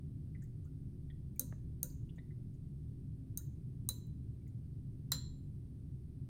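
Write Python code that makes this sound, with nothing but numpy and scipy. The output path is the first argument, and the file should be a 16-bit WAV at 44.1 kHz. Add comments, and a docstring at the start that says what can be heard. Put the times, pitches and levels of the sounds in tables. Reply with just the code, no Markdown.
"""A steel temperature probe stirs water in a glass beaker and clinks against its wall five times, the
first with a quick bounce: each contact is a noise crack, a dull knock, decaying sines and a shimmer.
Between the clinks the probe grazes the glass (noise bursts), short rising sines give a few faint
water plips and a high rattle of the probe, and there are soft dull ticks (muffled noise). Ventilation
hums steadily (wavering tones, rumble, hiss) in a classroom lab, which adds a short bright tail to the rest."""
import sys
import numpy as np
from scipy import signal
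from scipy.fft import rfft, irfft
from scipy.io import wavfile

SR = 44100
rng = np.random.default_rng(int(sys.argv[2]) if len(sys.argv) > 2 else 0)


def put_to_file(sound):
    """Save the sound as 16-bit audio at rate SR, in the file named by the first command-line argument."""
    columns = np.atleast_2d(sound).T  # one column per channel
    safe = np.clip(columns, -1, 1)
    whole_steps = np.round(safe * 32767)
    wavfile.write(sys.argv[1], SR, whole_steps.astype(np.int16))


N = 277383  # length in samples

# Kinds of contact: glancing tip, firm tip, square on the wall, light tip
GLANCING, FIRM, SQUARE, LIGHT = range(4)


def amp(db):
    """Decibels to gain."""
    return 10 ** (np.asarray(db) / 20)


def unit(x):
    """Scales to rms 1."""
    return x / np.sqrt(np.mean(x ** 2) + 1e-20)


def read(points, hz):
    """Reads a (frequency, value) table on a log-frequency axis."""
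    f, value = np.transpose(points)
    return np.interp(np.log(hz + 1), np.log(f + 1), value)


def add(mix, start_s, sound):
    """Mixes a sound in at its start time, cut at the end of the mix."""
    part = mix[round(start_s * SR):][:len(sound)]
    part += sound[:len(part)]


def noise(spectrum, size):
    """Noise of rms 1 with the given colour."""
    white = rfft(rng.standard_normal(size))
    hz = np.fft.rfftfreq(size, 1 / SR)
    return unit(irfft(white * amp(read(spectrum, hz)), size))


def drift(rate_hz):
    """Random motion of rms 1, smoothed so that little moves faster than the rate."""
    hz = np.fft.rfftfreq(N, 1 / SR)
    white = rfft(rng.standard_normal(N))
    return unit(irfft(white * np.exp(-(hz / rate_hz) ** 2), N))


def fade(t, t60, rise):
    """Quick rise (time constant in s), then exponential decay by 60 dB in t60 seconds."""
    return (1 - np.exp(-t / rise)) * np.exp(-np.log(1000) * t / t60)


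def clinks():
    """Each contact cracks, knocks the stand and rings the modes that its place on the glass favours."""
    # Probe on glass: five clinks, the first with a quick bounce as the second row.
    # Each row: start in seconds, strength in dB, kind of contact.
    contacts = [(1.3950, -8, GLANCING), (1.4085, -22, FIRM), (1.83, -9.5, GLANCING), (3.3740, -10, LIGHT),
                (3.889, -3, FIRM), (5.1184, 0.5, SQUARE)]
    # Ring of beaker and probe. Each row: pitch in Hz, t60 in seconds, then level in dB at strength 0
    # for each kind of contact in turn.
    ring_modes = [(254, 0.22, -34.5, -45.5, -43.5, -51), (503.8, .18, -45, -55.5, -54.5, -61),
                  (572, .16, -50, -60, -68.5, -62.5), (829, .04, -80, -77, -48.5, -88),
                  (977, 0.52, -67.5, -71.5, -69, -76), (1151, 0.012, -52, -31.5, -26.5, -82),
                  (1405, .06, -52, -74.5, -50, -62), (1583, 0.034, -58, -77, -55.5, -59),
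                  (1610, .22, -79.5, -85, -63, -84), (1818, .22, -81, -85, -60.5, -82),
                  (1946, .022, -55, -86.5, -36, -56), (3040, .01, -84.5, -44, -49.5, -85),
                  (3149, 0.26, -87, -82, -71, -85), (3386, .42, -85, -78, -63, -85),
                  (3600, .025, -85, -51.5, -48, -63), (3882, .05, -48, -42, -35, -44),
                  (3984, .115, -54, -34.5, -38, -54), (4080, .15, -85, -66, -38, -85),
                  (4122, .22, -85, -63, -38, -85), (4215, .06, -68, -52, -39, -75),
                  (4430, .01, -30, -85, -39, -37.5), (4780, 0.048, -56, -59, -41, -51),
                  (5380, 0.015, -88.5, -44.5, -30, -80), (5816, 0.25, -80, -77.5, -58.5, -81),
                  (5964, .01, -27.5, -30, -28.5, -32.5), (6316, 0.02, -29, -36.5, -44, -29),
                  (6415, .03, -26.5, -30.5, -50, -26), (6490, .13, -48, -57, -57, -46),
                  (6700, .12, -56, -60, -55, -52), (6830, .17, -59, -68, -62, -58),
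                  (6950, .031, -42, -48, -42, -39), (7080, .19, -52, -59, -58, -51),
                  (7203, .36, -58, -55, -47, -55), (7324, .46, -72, -70, -52, -70),
                  (7394, .09, -80, -60, -35, -80), (8000, .015, -54.5, -30.5, -70, -61),
                  (8080, 0.015, -46.5, -34, -34.5, -36), (8680, 0.02, -24, -39.5, -34, -24.5),
                  (9060, .009, -22, -17, -36.5, -30), (9270, .017, -37.5, -33.5, -30, -37),
                  (9800, .008, -42.5, -23, -42, -24), (11000, 0.011, -20, -45.5, -83.5, -31),
                  (12300, 0.027, -23, -75, -37.5, -27.5), (13600, .01, -25.5, -67, -40, -44),
                  (13400, 0.016, -49.5, -28.5, -34.5, -36), (14300, 0.011, -16, -32.5, -84, -18),
                  (14500, 0.022, -22, -41.5, -26.5, -32), (15400, .024, -34.5, -29.5, -41.5, -30),
                  (15900, .016, -28.5, -52.5, -84.5, -46)]
    # What each kind of contact gives at strength 0. 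Each row: crack, knock and shimmer levels in dB.
    contact_levels = [(-13.5, -63, -78.5), (-21.5, -56, -64), (-30.5, -43, -50), (-23, -64, -76)]
    # Sharp crack of steel on glass. Each row: frequency in Hz, relative level in dB.
    crack_colour = [(2500, -25.5), (3500, -30), (5000, -20.5), (6300, -9.5), (7000, -2), (7800, -12),
                    (9000, 6.5), (10300, 1), (11500, -7.5), (13500, 8), (15500, -4), (16500, -12.5)]
    # Duller knock of the beaker in its stand. Each row: frequency in Hz, relative level in dB.
    knock_colour = [(200, -14.5), (500, -4.5), (780, 2), (1400, 3), (2000, -2.5), (2500, -6.5), (3400, -1),
                    (5000, 3), (8000, -4)]
    # Crowd of weak partials around the wall's main ring. Each row: frequency in Hz, relative level in dB.
    shimmer_colour = [(2600, -28.5), (3150, -14.5), (3700, -10.5), (3900, 0), (4150, 4.5), (4350, -4),
                      (4550, -21), (5200, -46.5)]
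    knock_growth = 0.31  # dB of knock per dB of strength
    rise_cycles = 3.7  # rise constant of a mode in cycles: the low body blooms after the bright ring

    rings, pings, cracks = np.zeros(N), np.zeros(N), np.zeros(N)
    t = np.arange(SR // 2) / SR
    hz, t60, *mode_db = np.transpose(ring_modes)[:, :, None]
    high = hz[:, 0] > 8000  # the highest modes ping apart, to get a room level of their own
    # Swirling water loads the wall and bends its pitch, by 0.4 % rms
    load = 0.004 * drift(rate_hz=140)

    for start_s, db, kind in contacts:
        crack_db, knock_db, shimmer_db = contact_levels[kind]
        bend = 1 + load[round(start_s * SR):][:len(t)]
        turns = hz * np.cumsum(bend) / SR + rng.random(hz.shape)  # each mode starts at a random phase
        modes = amp(db + mode_db[kind]) * np.sin(2 * np.pi * turns) * fade(t, t60, rise=rise_cycles / hz)
        add(rings, start_s, modes[~high].sum(0))
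        add(pings, start_s, modes[high].sum(0))

        shimmer = noise(shimmer_colour, size=len(t)) * fade(t, t60=0.4, rise=0.007)
        add(rings, start_s, amp(shimmer_db + db) * shimmer)
        knock = noise(knock_colour, size=len(t)) * fade(t, t60=0.14, rise=0.0011)
        add(rings, start_s, amp(knock_db + knock_growth * db) * knock)
        crack = noise(crack_colour, size=len(t)) * fade(t, t60=0.005, rise=0.0002)
        add(cracks, start_s, amp(crack_db + db) * crack)
    return rings, pings, cracks


def grazes():
    """A light rub barely stirs the upper ring of the wall, with a thin tick on top."""
    # Probe grazing the wall. Each row: start in seconds, brief ring in dB, thin tick in dB.
    rubs = [(0.42, -67.5, -78), (0.438, -75, -64), (.643, -76.5, -84), (.655, -87, -68), (1.360, -77, -59),
            (2.158, -77, -72), (2.539, -80, -80), (4.068, -90, -63.5), (4.477, -79, -65)]
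    # Colour of the brief ring. Each row: frequency in Hz, relative level in dB.
    ring_colour = [(4500, -39), (5800, -14), (6500, -2), (7100, -1.5), (7600, -12), (8200, -4.5),
                   (9500, -29)]
    # Colour of the thin tick. Each row: frequency in Hz, relative level in dB.
    thin_tick_colour = [(5000, -42), (8000, -9), (11500, -13), (12500, -5.5), (14700, 0), (16000, -3)]

    out, t = np.zeros(N), np.arange(SR // 8) / SR
    for start_s, ring_db, tick_db in rubs:
        ring = noise(ring_colour, size=len(t)) * fade(t, t60=0.078, rise=0.0015)
        add(out, start_s, amp(ring_db) * ring)
        thin_tick = noise(thin_tick_colour, size=len(t)) * fade(t, t60=0.02, rise=0.00051)
        add(out, start_s, amp(tick_db) * thin_tick)
    return out


def plips_and_rattle():
    """Short tones ring for a set number of cycles; their pitch wobbles and rises a little."""
    # Short tones: water plips, and near 1.9 s a high rattle of the probe scraping the glass.
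    # Each row: start in seconds, level in dB, starting pitch in Hz.
    short_tones = [(0.349, -58, 1954), (0.42, -67, 1810), (0.444, -75, 2070), (0.652, -74.5, 1260),
                   (0.667, -76, 1450), (1.1, -61.5, 1896), (1.102, -61, 3300), (1.362, -70.5, 2270),
                   (1.843, -66.5, 1464), (1.857, -72, 1646), (1.878, -72, 4550), (1.9, -62.5, 4700),
                   (1.925, -75, 4000), (2.092, -62, 2840), (2.094, -63, 3300), (2.183, -56, 1992),
                   (2.186, -63.5, 3650), (2.306, -65.5, 1966), (3.392, -70, 1450), (3.408, -73, 1740),
                   (4.415, -80, 2220), (4.466, -71, 2120)]
    decay_cycles = 90  # cycles to fall by 60 dB, so high tones are shorter
    rise_per_s = 0.4  # share of its pitch that a tone gains per second

    out, t = np.zeros(N), np.arange(SR // 6) / SR
    unrest = 0.05 * drift(rate_hz=400)  # pitch wobble, as a share of the pitch
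    for start_s, db, hz in short_tones:
        wobble = unrest[round(start_s * SR):][:len(t)]
        turns = np.cumsum(hz * (1 + rise_per_s * t + wobble)) / SR
        tone = np.sin(2 * np.pi * turns) * fade(t, decay_cycles / hz, rise=0.00049)
        add(out, start_s, amp(db) * tone)
    return out


def ticks():
    """Soft dull ticks: very short noise bursts through a steep low-pass, without any ring or treble."""
    # Soft ticks. Each row: start in seconds, peak level in dB.
    dull_ticks = [(1.5245, -45.5), (2.176, -58), (2.182, -58.5)]
    # Colour of a tick. Each row: frequency in Hz, relative level in dB.
    tick_colour = [(200, 10), (600, 4), (1200, -3.5), (2000, -9)]

    out, t = np.zeros(N), np.arange(SR // 10) / SR
    muffle = signal.butter(6, 2130, fs=SR, output="sos")  # low-pass in Hz
    for start_s, peak_db in dull_ticks:
        burst = noise(tick_colour, size=len(t)) * fade(t, t60=0.012, rise=0.00022)
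        tick = signal.sosfilt(muffle, burst)
        add(out, start_s, amp(peak_db) * tick / abs(tick).max())
    return out


def ventilation():
    """Fan tones waver in level and phase over the rumble of the ducts and a faint hiss."""
    # Steady fan tones. Each row: pitch in Hz, rms level in dB.
    fan_tones = [(26.4, -60.5), (70.6, -58), (104, -66.5), (120, -61), (200, -64.5), (263.5, -66),
                 (365, -77)]
    # Colour of the duct rumble. Each row: frequency in Hz, relative level in dB per Hz.
    rumble_colour = [(12, -19), (25, -4.5), (36, -16.5), (52, -4.5), (72, 0.5), (96, 0.5), (125, 4),
                     (150, 3.5), (185, -11), (290, -14.5), (400, -24.5), (500, -36.5), (700, -42),
                     (1200, -69)]
    # Colour of the faint hiss. Each row: frequency in Hz, relative level in dB per Hz.
    hiss_colour = [(500, -11), (900, 1), (1600, -3), (2500, -5), (4700, -5.5), (6000, -8.5), (7500, -13),
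                   (8100, -4), (9400, -1.5), (10600, -6), (11700, -33.5), (13200, -3.5), (14800, -12),
                   (15800, -13)]

    t = np.arange(N) / SR
    hum = np.zeros(N)
    for hz, db in fan_tones:
        level = 1 + 0.47 * drift(rate_hz=5.4)
        phase = 2 * np.pi * hz * t + 0.27 * drift(rate_hz=2.6)
        hum += amp(db) * unit(level * np.sin(phase))
    rumble = amp(-46.5) * noise(rumble_colour, size=N)
    hiss = amp(-83.5) * noise(hiss_colour, size=N)
    return hum + rumble + hiss


def room(x, early_db, tail_db):
    """Quick reflections off the bench, then a diffuse tail that builds up and decays by frequency."""
    # Decay of the classroom lab. Each row: frequency in Hz, t60 in seconds.
    room_decay = [(300, 0.4), (1000, 0.46), (3700, 0.48), (7000, 0.38), (10000, 0.2), (15000, 0.26)]

    # Shape the decay of white noise band by band
    hz, frame_s, bands = signal.stft(rng.standard_normal(SR), SR, nperseg=256)
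    decay = np.exp(-np.log(1000) * frame_s / read(room_decay, hz)[:, None])
    tail = signal.istft(bands * decay, SR, nperseg=256)[1][:SR]
    t = np.arange(SR) / SR
    tail = tail * (1 - np.exp(-t / 0.011))

    hits = rng.random(SR) < 1500 / SR  # about 1500 reflections per second
    early = rng.standard_normal(SR) * hits * fade(t, t60=0.053, rise=0.0053)
    # Both parts are scaled to unit energy before their levels
    echo = amp(early_db) * early / np.linalg.norm(early) + amp(tail_db) * tail / np.linalg.norm(tail)
    return x + signal.fftconvolve(x, echo)[:N]


def scene():
    """The beaker close by, the room around it; cracks leave the open top and return as a dense splash."""
    rings, pings, cracks = clinks()
    glass = room(rings, early_db=-13, tail_db=-18) + room(pings, early_db=-18, tail_db=-25)
    splash = room(cracks, early_db=-8, tail_db=-9)
    rubs = room(grazes(), early_db=-9.5, tail_db=-14)
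    tones = room(plips_and_rattle(), early_db=-2.5, tail_db=-13.5)
    dull = room(ticks(), early_db=-10.5, tail_db=-17.5)
    return (glass + splash + rubs + tones + dull + ventilation())[None]


def record(dry):
    """The recorder's band limit: a steep low-pass at 16.2 kHz."""
    lowpass = signal.firwin(255, 16200, window=("kaiser", 8), fs=SR)
    return signal.oaconvolve(dry, lowpass[None], "same")


dry = scene()
out = record(dry)
put_to_file(out)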